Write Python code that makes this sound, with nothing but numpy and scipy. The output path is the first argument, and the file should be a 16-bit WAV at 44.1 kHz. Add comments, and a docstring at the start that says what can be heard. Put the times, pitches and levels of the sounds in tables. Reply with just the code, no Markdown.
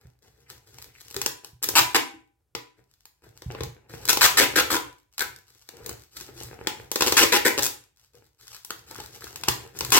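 """Fingertips drag and rub on taped plastic while an empty bottle now and then bumps softly on its cutting mat.
Clear packing tape is being wound round it at a table in a small, hard room, a little left of two microphones.
The glue lets go in single snaps (noise bursts), even stutters (rows of snaps) or, as the tape is pulled, long
rasping runs and short faint crackles (impulse trains), which ring the strip and the hollow bottle (resonators).
All the while fingers rub, tick and crinkle the film (shaped noise) and bumps knock the table (dying sines)."""
import sys
import numpy as np
from scipy import signal
from scipy.fft import rfft, irfft
from scipy.io import wavfile

SR = 44100
rng = np.random.default_rng(int(sys.argv[2]) if len(sys.argv) > 2 else 0)


def dump_mix(stems):
    """Bounce the given channels to the path in sys.argv[1] as a 16-bit WAV at rate SR."""
    frames = np.atleast_2d(stems).T  # one column per channel
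    limited = np.clip(frames, -1, 1)  # hard clip at full scale
    pcm = np.round(limited * 32767).astype(np.int16)
    wavfile.write(sys.argv[1], SR, pcm)


N = 440559

# spectrum of rubbed and crinkled film: (frequency [Hz], level [dB])
FILM_HISS = [(200, -27.5), (800, 0.5), (1200, 2), (1800, 2.5), (2800, 2), (4500, 7.5), (8000, 4),
             (9700, -4), (12000, 1), (15500, -1.5)]


def amp(db):
    """Decibels to gain."""
    return 10 ** (np.asarray(db) / 20)


def unit(x):
    """Scales to energy 1."""
    return x / np.sqrt(np.sum(x ** 2) + 1e-20)


def evened(x):
    """Scales to rms 1."""
    return x / np.sqrt(np.mean(x ** 2) + 1e-20)


def read(points, hz):
    """Reads a spectrum on a log-frequency axis."""
    f, value = np.transpose(points)
    return np.interp(np.log(hz + 1), np.log(f), value)


def curve(rows):
    """Reads a (time, value) table at every sample."""
    when, value = np.transpose(rows)
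    return np.interp(np.arange(N) / SR, when, value)


def add(mix, s, sound):
    """Mixes a sound in at time s."""
    part = mix[max(round(s * SR), 0):][:len(sound)]
    part += sound[:len(part)]


def colour(x, spectrum, bright_db=0, size=4096):
    """Causal (minimum-phase) filter with the given spectrum; brightness is a shelf above 5.5 kHz."""
    hz = abs(np.fft.fftfreq(size, 1 / SR))
    shelf_db = bright_db * hz ** 4 / (hz ** 4 + 5500 ** 4)
    log_gain = np.log(amp(read(spectrum, hz) + shelf_db))
    taps = np.fft.ifft(np.exp(np.conj(signal.hilbert(log_gain)))).real
    return signal.oaconvolve(x, taps[:size // 2])[:len(x)]


def flat(x):
    """Keeps a burst's scatter in time but gives it equal strength at every pitch."""
    z = rfft(x)
    return unit(irfft(z / (abs(z) + 1e-12), len(x)))


def resonate(x, hz, width_hz):
    """A resonance of gain 1 that can follow a moving pitch."""
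    turn = np.exp(2j * np.pi * np.cumsum(hz * np.ones(len(x))) / SR)
    r = np.exp(-np.pi * width_hz / SR)
    # turn the pitch down to zero, smooth there, and turn it back up
    smooth = signal.lfilter([1 - r], [1, -r], x / turn + 1e-18)
    return 2 * (turn * smooth).real


def ring(modes):
    """Half a second of dying sines after one blow."""
    t = np.arange(SR // 2) / SR
    return sum(amp(db) * np.exp(-np.log(1000) * t / t60) * np.sin(2 * np.pi * hz * t) for hz, db, t60 in modes)


def air():
    """Steady background noise of the place: a part of its own in each microphone and half of the other's."""
    # spectrum, strongest in the bass: (frequency [Hz], level [dB])
    air_spectrum = [(20, -30), (40, -16), (58, -0.5), (90, -10), (200, -24.5), (500, -27), (2000, -40),
                    (8000, -39.5), (16000, -40)]
    own = np.array([evened(colour(rng.standard_normal(N), air_spectrum)) for _ in range(2)])
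    return own + .5 * own[::-1]


def pressure(waver_db=2.0, waver_hz=22):
    """The fingers never press quite evenly: a slow random gain round 1."""
    low_pass = signal.butter(2, waver_hz, fs=SR, output="sos")
    slow = signal.sosfilt(low_pass, rng.standard_normal(N))
    return amp(waver_db * evened(slow))


def stroke_level(start, length, db, attack_s=.025, release_db_per_s=171):
    """Gain of one stroke at every sample: it takes hold quickly, stays, and dies away."""
    t = np.arange(N) / SR - start
    release_db = release_db_per_s * np.clip(t - length, 0, 1)
    return np.clip(t / attack_s, 0, 1) * amp(db - release_db)


def touch(grip_db=-89):
    """How strongly fingers hiss on the film and scrape on the ribs; the strongest stroke counts."""
    # finger strokes over the taped bottle: (start [s], length [s], rubbing hiss [dB], hollow scrape [dB])
    stroke_rows = [(0, 0.013, -63, -57), (0.214, 0.048, -61, -61.5), (0.328, 0.14, -69, -68),
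                   (0.478, 0.023, -48, -53.5), (0.65, 0.21, -56.5, -60), (0.924, 0.17, -57, -67),
                   (1.133, 0.1, -54, -49), (1.421, 0.019, -57, -62), (1.617, 0.21, -43, -46.5),
                   (2.102, 0.042, -75, -65), (2.76, 0.021, -71.5, -63), (2.873, 0.19, -74, -94.5),
                   (3.05, 0.088, -76.5, -87.5), (3.216, 0.027, -57.5, -52.5), (3.332, 0.21, -64.5, -65),
                   (3.486, 0.14, -57.5, -45), (3.74, 0.2, -78, -62.5), (3.881, 0.22, -51, -49),
                   (4.034, 0.73, -46, -46), (5.11, 0.079, -69, -85), (5.23, 0.059, -58, -55.5),
                   (5.462, 0.096, -59, -70.5), (5.6, 0.14, -62, -77), (5.718, 0.16, -60, -51.5),
                   (5.84, 0.038, -51, -44), (5.97, 0.027, -56.5, -66), (6.105, .05, -54.5, -66),
                   (6.15, 0.045, -40.5, -53), (6.26, 0.057, -59, -51), (6.334, .12, -45, -52.5),
                   (6.48, 0.31, -59.5, -51.5), (6.714, 0.12, -55.5, -52.5), (6.98, 0.26, -33, -41.5),
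                   (7.3, 0.39, -52, -53), (7.954, 0.066, -64, -79), (8.126, 0.043, -60.5, -60.5),
                   (8.215, .04, -68, -78), (8.379, 0.094, -53, -68), (8.488, 0.058, -46, -67),
                   (8.674, 0.12, -56.5, -59.5), (8.859, .19, -47.5, -51.5), (9.111, 0.046, -47.5, -54.5),
                   (9.193, 0.086, -45, -51.5), (9.335, 0.33, -54.5, -51), (9.735, .22, -45.5, -44.5)]
    hiss = np.zeros(N)
    scrape = np.full(N, amp(grip_db))  # the hand that only holds the bottle
    for start, length, hiss_db, scrape_db in stroke_rows:
        level = stroke_level(start, length, hiss_db)
        hiss = np.maximum(hiss, level)
        scrape = np.maximum(scrape, level * amp(scrape_db - hiss_db))
    return np.array([hiss, scrape]) * pressure()


def grains(per_s, spread_db, smooth):
    """Tiny catches of random size over a smooth friction noise."""
    sizes = amp(spread_db * np.minimum(rng.exponential(1, N), 4))
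    happens = rng.random(N) < per_s / SR
    catches = sizes * rng.choice([-1, 1], N) * happens
    return evened(catches) + smooth * rng.standard_normal(N)


def fingers(hiss_level, scrape_level, hiss_db=-2.0):
    """Skin slides over film and ribs: a crinkly hiss outside, a hollow scrape inside."""
    # spectrum of the hollow scrape: (frequency [Hz], level [dB])
    scrape_spectrum = [(120, -2.5), (220, -10.5), (340, -1), (460, 1.5), (620, -10), (820, -5),
                       (1100, -16.5), (1530, -11), (2500, -15), (6000, -48)]
    hiss = evened(colour(grains(per_s=300, spread_db=4, smooth=1.0), FILM_HISS))
    scrape = evened(colour(grains(per_s=80, spread_db=5, smooth=0.86), scrape_spectrum))
    return amp(hiss_db) * hiss_level * hiss + scrape_level * scrape


def crinkles(hiss_level, per_s=30, tick_db=-3, spread_db=6.0, follow=0.57, bright_db=2):
    """Even a light touch makes the film tick: sharp single buckles that grow more slowly than the rubbing."""
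    uneven_db = spread_db * np.clip(rng.standard_normal(N), -2, 2)
    size = hiss_level ** follow * amp(tick_db + uneven_db)
    happens = rng.random(N) < per_s / SR
    return colour(size * happens, FILM_HISS, bright_db)


def drags(width_hz=900):
    """The skin catches and slips on the stretched film, and the catches excite its broad note."""
    # fingertip drags on tight film: (start [s], length [s], level [dB], note [Hz])
    drag_rows = [(0, 0.043, -73, 1950), (0.45, 0.06, -58, 1950), (0.758, 0.18, -62.5, 2080),
                 (3.53, 0.055, -52.5, 1900), (8.89, 0.14, -54, 1310), (9.208, 0.069, -54, 1400)]
    catches = grains(per_s=290, spread_db=9.5, smooth=.4)
    out = np.zeros(N)
    for start, length, db, hz in drag_rows:
        note = resonate(resonate(catches, hz, width_hz), hz, width_hz)
        out += stroke_level(start, length, db) * evened(note)
    return out


def bottle_ring(tape):
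    """The bottle's lasting modes ring with the handling: freely while lifted, damped on the mat."""
    # modes of the bottle: (frequency [Hz], level [dB], t60 [s])
    bottle_modes = [(294, -1, .42), (364, -2.5, 0.22), (470.6, 3, 0.16), (799, -5, 0.51), (989, 0, 0.37),
                    (1245, -7.5, .25), (1530, -7, 0.44), (1960, -3.5, 0.32), (2040, -5.5, .25),
                    (2500, -2.5, 0.23)]
    # how freely it rings: (time [s], level [dB])
    lift_rows = [(1.5, -23), (1.9, -23), (2.4, -16.5), (3.4, -30)]
    drive = tape * amp(curve(lift_rows))
    return signal.oaconvolve(drive, unit(ring(bottle_modes)))[:N]


def room(x, wet_db=-1.5, near_db=-4, near_s=0.0013, gap_s=0.0037):
    """What one microphone hears besides the direct sound: scatter from hands and table, then the room's tail."""
    # how long the room rings: (frequency [Hz], t60 [s])
    tail_t60 = [(100, 0.15), (300, 0.3831), (1000, 0.324), (2500, 0.385), (5000, 0.2957), (9000, 0.33),
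                (15000, 0.2167)]
    # how much of each pitch it returns: (frequency [Hz], level [dB])
    tail_spectrum = [(100, -2.5), (400, -3.5), (1000, -1.5), (2500, -4), (5000, -3.5), (9000, -5.5),
                     (15000, 2.5)]
    t = np.arange(SR * 3 // 4) / SR
    happens = rng.random(len(t)) < 5000 / SR  # about 5000 echoes per second
    echoes = rng.choice([-1., 1.], len(t)) * happens * (1 - np.exp(-(t / gap_s) ** 2))
    # each band of the tail decays at its own pace
    hz, when, z = signal.stft(echoes, SR, nperseg=256)
    z = z * np.exp(-np.log(1000) * when / read(tail_t60, hz)[:, None])
    tail = colour(unit(signal.istft(z, SR, nperseg=256)[1][:len(t)]), tail_spectrum)
    scatter = flat(rng.standard_normal(len(t)) * t * np.exp(-2 * t / near_s)) * np.exp(-t / gap_s)
    high_pass = signal.butter(1, 900, "high", fs=SR)  # small things reflect little bass
    scatter = unit(signal.lfilter(*high_pass, scatter))
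    return signal.oaconvolve(x, amp(wet_db) * tail + amp(near_db) * scatter)[:N]


def moving(x, shifts_per_s=31, count=5):
    """The sounding spot shifts about the film: a few reflection patterns fade into one another in turn."""
    place = shifts_per_s * np.arange(N) / SR
    out = np.zeros(N)
    for k in range(count):
        away = abs((place - k) % count - count / 2)
        out += room(x * np.cos(np.pi / 2 * np.minimum(away, 1)))
    return out


def table(scrape_level, rumble_db=-15, follow=0.76, lag_s=0.03, bump_db=-1, contact_s=0.0051):
    """Soft bumps ring the table top; it rumbles under the hands, the more the harder they scrape."""
    # spectrum of the rumble: (frequency [Hz], level [dB])
    rumble_spectrum = [(20, -30), (45, -17), (62, -1), (90, -6.5), (122, 2), (170, -18.5), (260, -22.5),
                       (800, -61)]
    # modes of the table top: (frequency [Hz], level [dB], t60 [s])
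    table_modes = [(72.3, -11.5, 0.19), (86, 1, 0.087), (122.4, -3, .3), (150, -11, 0.21)]
    # the bottle bumps down: (time [s], level [dB])
    bump_rows = [(.05, -40.5), (1.164, -36.5), (1.53, -43.5), (1.785, -30.5), (1.954, -42.5),
                 (2.549, -40.5), (3.461, -23), (3.609, -24.5), (3.662, -28.5), (3.94, -35), (4.412, -34),
                 (4.605, -38), (5.904, -38), (6.435, -34.5), (7.013, -36.5), (7.101, -33.5), (7.583, -35),
                 (9.484, -25), (9.817, -31.5)]
    keep = np.exp(-1 / (lag_s * SR))
    push = signal.lfilter([1 - keep], [1, -keep], scrape_level ** follow)
    out = amp(rumble_db) * push * evened(colour(rng.standard_normal(N), rumble_spectrum))
    thud = ring(table_modes)
    thud *= 1 - np.exp(-np.arange(len(thud)) / (contact_s * SR))  # the soft contact rounds the onset
    for s, db in bump_rows:
        add(out, s, amp(db + bump_db) * thud)
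    return out


def hollow(x):
    """The short boxy answer of bottle and roll, each resonance passed twice."""
    # hollow resonances: (frequency [Hz], width of one pass [Hz], level [dB])
    hollow_modes = [(357, 150, 0.5), (460, 190, -0.5), (829, 35, -0.5), (1035, 190, -6)]
    return sum(amp(db) * resonate(resonate(x, hz, width), hz, width) for hz, width, db in hollow_modes)


def snaps(flutter_s=0.0035, crack_db=4, spike=0.5, damping_s=0.014, size=2048):
    """One slip or buckle: a spike, a few milliseconds of fluttering film, and the knock of the hollow body."""
    # loudest single snaps of glue and plastic: (time [s], level [dB], hollow [dB], brightness [dB])
    snap_rows = [(0.5091, -20, -30, -15), (0.7849, -21, -32, -2), (0.8241, -23.5, -24, 7.5),
                 (1.014, -27.5, -14, 6), (1.111, -22.5, -8, 5.5), (1.144, -15.5, -7.5, 3),
                 (1.1648, -6, -10.5, .5), (1.2158, -3, -10.5, 2.5), (1.2615, 2, -11, 1.5),
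                 (1.4466, -19.5, -6, 5), (1.6883, -1, -5, 6.5), (2.551, -1.5, -10.5, -9.5),
                 (3.0551, -27.5, -17, 7), (3.4208, -18, -2, -6.5), (3.5118, -14, -6, -18.5),
                 (3.5493, -7, -3, -25.5), (3.607, -6, 0, -13), (3.6348, -9.5, -5, -2),
                 (4.054, -12.5, -12.5, 7.5), (4.0782, -10.5, -12, 1), (4.0929, 9, -26, -3),
                 (4.102, 4, -12, 4.5), (4.1303, .5, -4, 7), (4.1724, 1.5, -4, 0),
                 (5.362, -25.5, -25.5, 2.5), (5.6899, -17.5, -9, -1), (5.8621, -16, -5, 11),
                 (5.8928, -11.5, -2, 4), (6.434, -25.5, 0, 18), (6.6714, 5, -7.5, -6.5),
                 (6.916, -6, -4.5, 8), (6.9584, 2, -1.5, -1.5), (7.0083, 7.5, -10.5, -7),
                 (7.0219, 9.5, -4, -4.5), (7.1226, 8, -3, -5), (8.6482, -20.5, -18, 11.5),
                 (8.7059, -7.5, -12, -2), (8.9115, -20.5, -2, 3.5), (9.0024, -14, -43, -4.5),
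                 (9.2421, -17.5, -9, 1), (9.3591, -14.5, -34, 5), (9.436, -4.5, -28, -4.5),
                 (9.4846, 7, -12.5, 0.5), (9.7893, -15, -16, 16.5), (9.808, 0, -8, -5), (9.849, -9, -38, 5),
                 (9.904, -13, -25, 8)]
    # spectrum of the crack: (frequency [Hz], level [dB])
    crack_spectrum = [(100, -13), (350, -7), (620, -8), (850, 2), (1150, -3), (1700, -1.5), (2600, -1),
                      (4500, 2), (7500, 0), (9700, -8.5), (12000, -5.5), (15500, -6.5)]
    out, t = np.zeros(N), np.arange(size) / SR
    impulse = 1. * (t == 0)
    body = unit(hollow(-impulse))
    for s, db, hollow_db, bright_db in snap_rows + stutters():
        decay_s = flutter_s * amp(db / 4)  # small snaps are briefer
        burst = rng.standard_normal(size) * np.exp(-t / decay_s) - impulse
        drive = flat(burst) * np.exp(-t / damping_s) - spike * impulse
        crack = amp(crack_db + bright_db / 2) * unit(colour(drive, crack_spectrum, bright_db))
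        add(out, s, amp(db) * (crack + amp(hollow_db) * body))
    return out


def flexes():
    """The bottle's wall gives under the fingers: each dent rings one soft, hollow, damped note."""
    # dents of the wall: (time [s], note [Hz], starting level [dB], t60 [s])
    flex_rows = [(1.165, 394.4, -29.5, .14), (1.962, 272.5, -33.5, .36), (2.14, 320.2, -46, .2),
                 (3.61, 451, -31.5, .13), (5.737, 460, -41.5, .07), (5.803, 476, -41, .1),
                 (5.862, 446, -36, .15), (6.21, 366, -41.5, .1), (6.29, 419, -39, .07),
                 (6.36, 341, -45.5, .19), (6.672, 865, -26.5, .13), (8.146, 483, -47.5, .1),
                 (8.91, 890, -34.5, .05), (9.0, 835, -34, .05), (9.484, 910, -40, .11)]
    out = np.zeros(N)
    for s, hz, db, t60 in flex_rows:
        add(out, s, ring([(hz, db, t60)]))
    return out


def stutters(uneven_db=2.0):
    """Stutters, where the glue lets go in an even row of snaps of slightly unequal strength."""
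    # (start [s], length [s], time between snaps [s], level of each [dB], hollow [dB], brightness [dB])
    stutter_rows = [(1.628, .013, .0065, -6.5, -13.5, 11.5), (4.703, .0636, .0127, 0, -6, -14),
                    (5.1806, 0.04, .0139, -5, -20.5, 0), (7.064, 0.016, .0082, 3, -3, -2),
                    (7.578, .0142, .0071, 0.5, -2, -4.5), (7.624, 0.04, .0087, -6, -13, 8)]
    row = []
    for start, length, gap, db, hollow_db, bright_db in stutter_rows:
        for s in np.linspace(start, start + length, round(length / gap) + 1):
            row.append((s, db + uneven_db * rng.standard_normal(), hollow_db, bright_db))
    return row


def pulls(median_slips_per_s=620, jitter=.45, uneven_db=0.5, fizz=0.2, fizz_s=0.0012,
          strip_width_hz=450, strip_rise_hz_per_s=1700, size=1500):
    """Stick and slip: each slip is a sharp drop of pressure with a fizz of breaking glue threads."""
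    # pulls of the tape, long rasping runs and short faint crackles: (start [s], length [s], level [dB],
    # level change over the pull [dB], strip's starting note [Hz], strip [dB], hollow [dB], brightness [dB])
    pull_rows = [(1.628, 0.019, -32.5, 9.5, 3500, -8.5, -18.5, 6.5),
                 (1.754, .045, -12.5, 1, 1030, -10, -20, 0), (1.946, 0.022, -14, 0, 980, -5.5, -7.5, -4),
                 (4.087, .022, -17, -4, 1100, -28, -16, 5), (4.2103, 0.052, -12, 0.5, 1100, -10, -32, 0.5),
                 (4.372, .028, -12, 5, 2120, -15, -13, 2.5),
                 (4.407, 0.038, -17.5, -6, 2170, -13.5, -3.5, -4),
                 (4.558, 0.033, -16.5, -2.5, 1500, -4, -6, -1.5),
                 (4.587, 0.022, -18, -6.5, 2130, -10, -5.5, -2),
                 (4.704, 0.067, -23, -1.5, 1100, 0.5, -3.5, 5), (5.204, .022, -26.5, 3, 1516, 9, -3.5, 18),
                 (7.168, .040, -12.5, -1.5, 2280, -14, -14, 2.5), (7.21, .03, -14, 6, 860, -15, -5, -1.5),
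                 (7.322, .051, -15.5, -1, 2080, -9.5, -4, -2.5),
                 (7.4504, .033, -15.5, 2, 1920, -0.5, -0.5, 5),
                 (8.7015, 0.0055, -31.5, 24, 1500, 10, -17, 10), (9.479, 0.0052, -19, 28, 885, 13, 5, 9),
                 (9.92, 0.062, -13.5, -1.5, 1050, -11.5, -11, 3)]
    # spectrum of the rasp: (frequency [Hz], level [dB])
    peel_spectrum = [(100, -37.5), (300, -17.5), (750, -6), (1300, -0.5), (2300, 0), (3100, -1.5),
                     (4500, -2), (7000, -4), (8500, -7), (9700, -15.5), (11500, -9), (15500, -12)]
    out = np.zeros(N)
    for s, length, db, change_db, hz, strip_db, hollow_db, bright_db in pull_rows:
        n = int(length * SR)
        gaps = np.exp(jitter * rng.standard_normal(200)) * SR / median_slips_per_s
        at = np.cumsum(gaps)
        at = (at - at[0]).astype(int)
        force = amp(uneven_db * rng.standard_normal(len(at)) + change_db * at / n)
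        slips = np.zeros(n + size)
        slips[at[at < n]] = -force[at < n]
        fizz_level = signal.lfilter([1], [1, -np.exp(-1 / (fizz_s * SR))], slips)
        drive = slips + fizz * fizz_level * rng.standard_normal(n + size)
        # the stretched strip sings a broad note that climbs as it tightens
        rise_hz = strip_rise_hz_per_s * np.minimum(np.arange(n + size) / SR, length)
        strip = resonate(drive, hz + rise_hz, strip_width_hz)
        rasp = unit(colour(drive, peel_spectrum, bright_db))
        rasp = rasp + amp(strip_db) * unit(strip) + amp(hollow_db) * unit(hollow(drive))
        add(out, s, amp(db) * np.sqrt(n) * unit(rasp))
    return out


def scene(right_db=-4, right_room_db=-0.86, table_right_db=1.5, air_db=-77):
    """The work is a little to the left: it reaches the right microphone later and weaker."""
    hiss_level, scrape_level = touch()
    tape = fingers(hiss_level, scrape_level) + crinkles(hiss_level) + drags()
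    tape = tape + snaps() + flexes() + pulls()
    tape = tape + bottle_ring(tape)
    late = np.concatenate([np.zeros(4), tape])[:N]  # 4 samples farther away
    direct = np.array([tape, amp(right_db) * late])
    reflected = np.array([moving(tape), amp(right_room_db) * moving(tape)])
    under = table(scrape_level) * amp([[0], [table_right_db]])
    return direct + reflected + under + amp(air_db) * air()


def record(dry, low_cut_hz=42, edge_hz=16000):
    """The microphones lose the deepest bass and round off the highest peaks; then the band limit."""
    low_cut = signal.butter(3, low_cut_hz, "high", fs=SR, output="sos")
    x = np.tanh(signal.sosfilt(low_cut, dry))
    band_limit = signal.firwin(601, edge_hz, window=("kaiser", 10), fs=SR)
    return signal.oaconvolve(x, band_limit[None], "same")


dry = scene()
out = record(dry)
dump_mix(out)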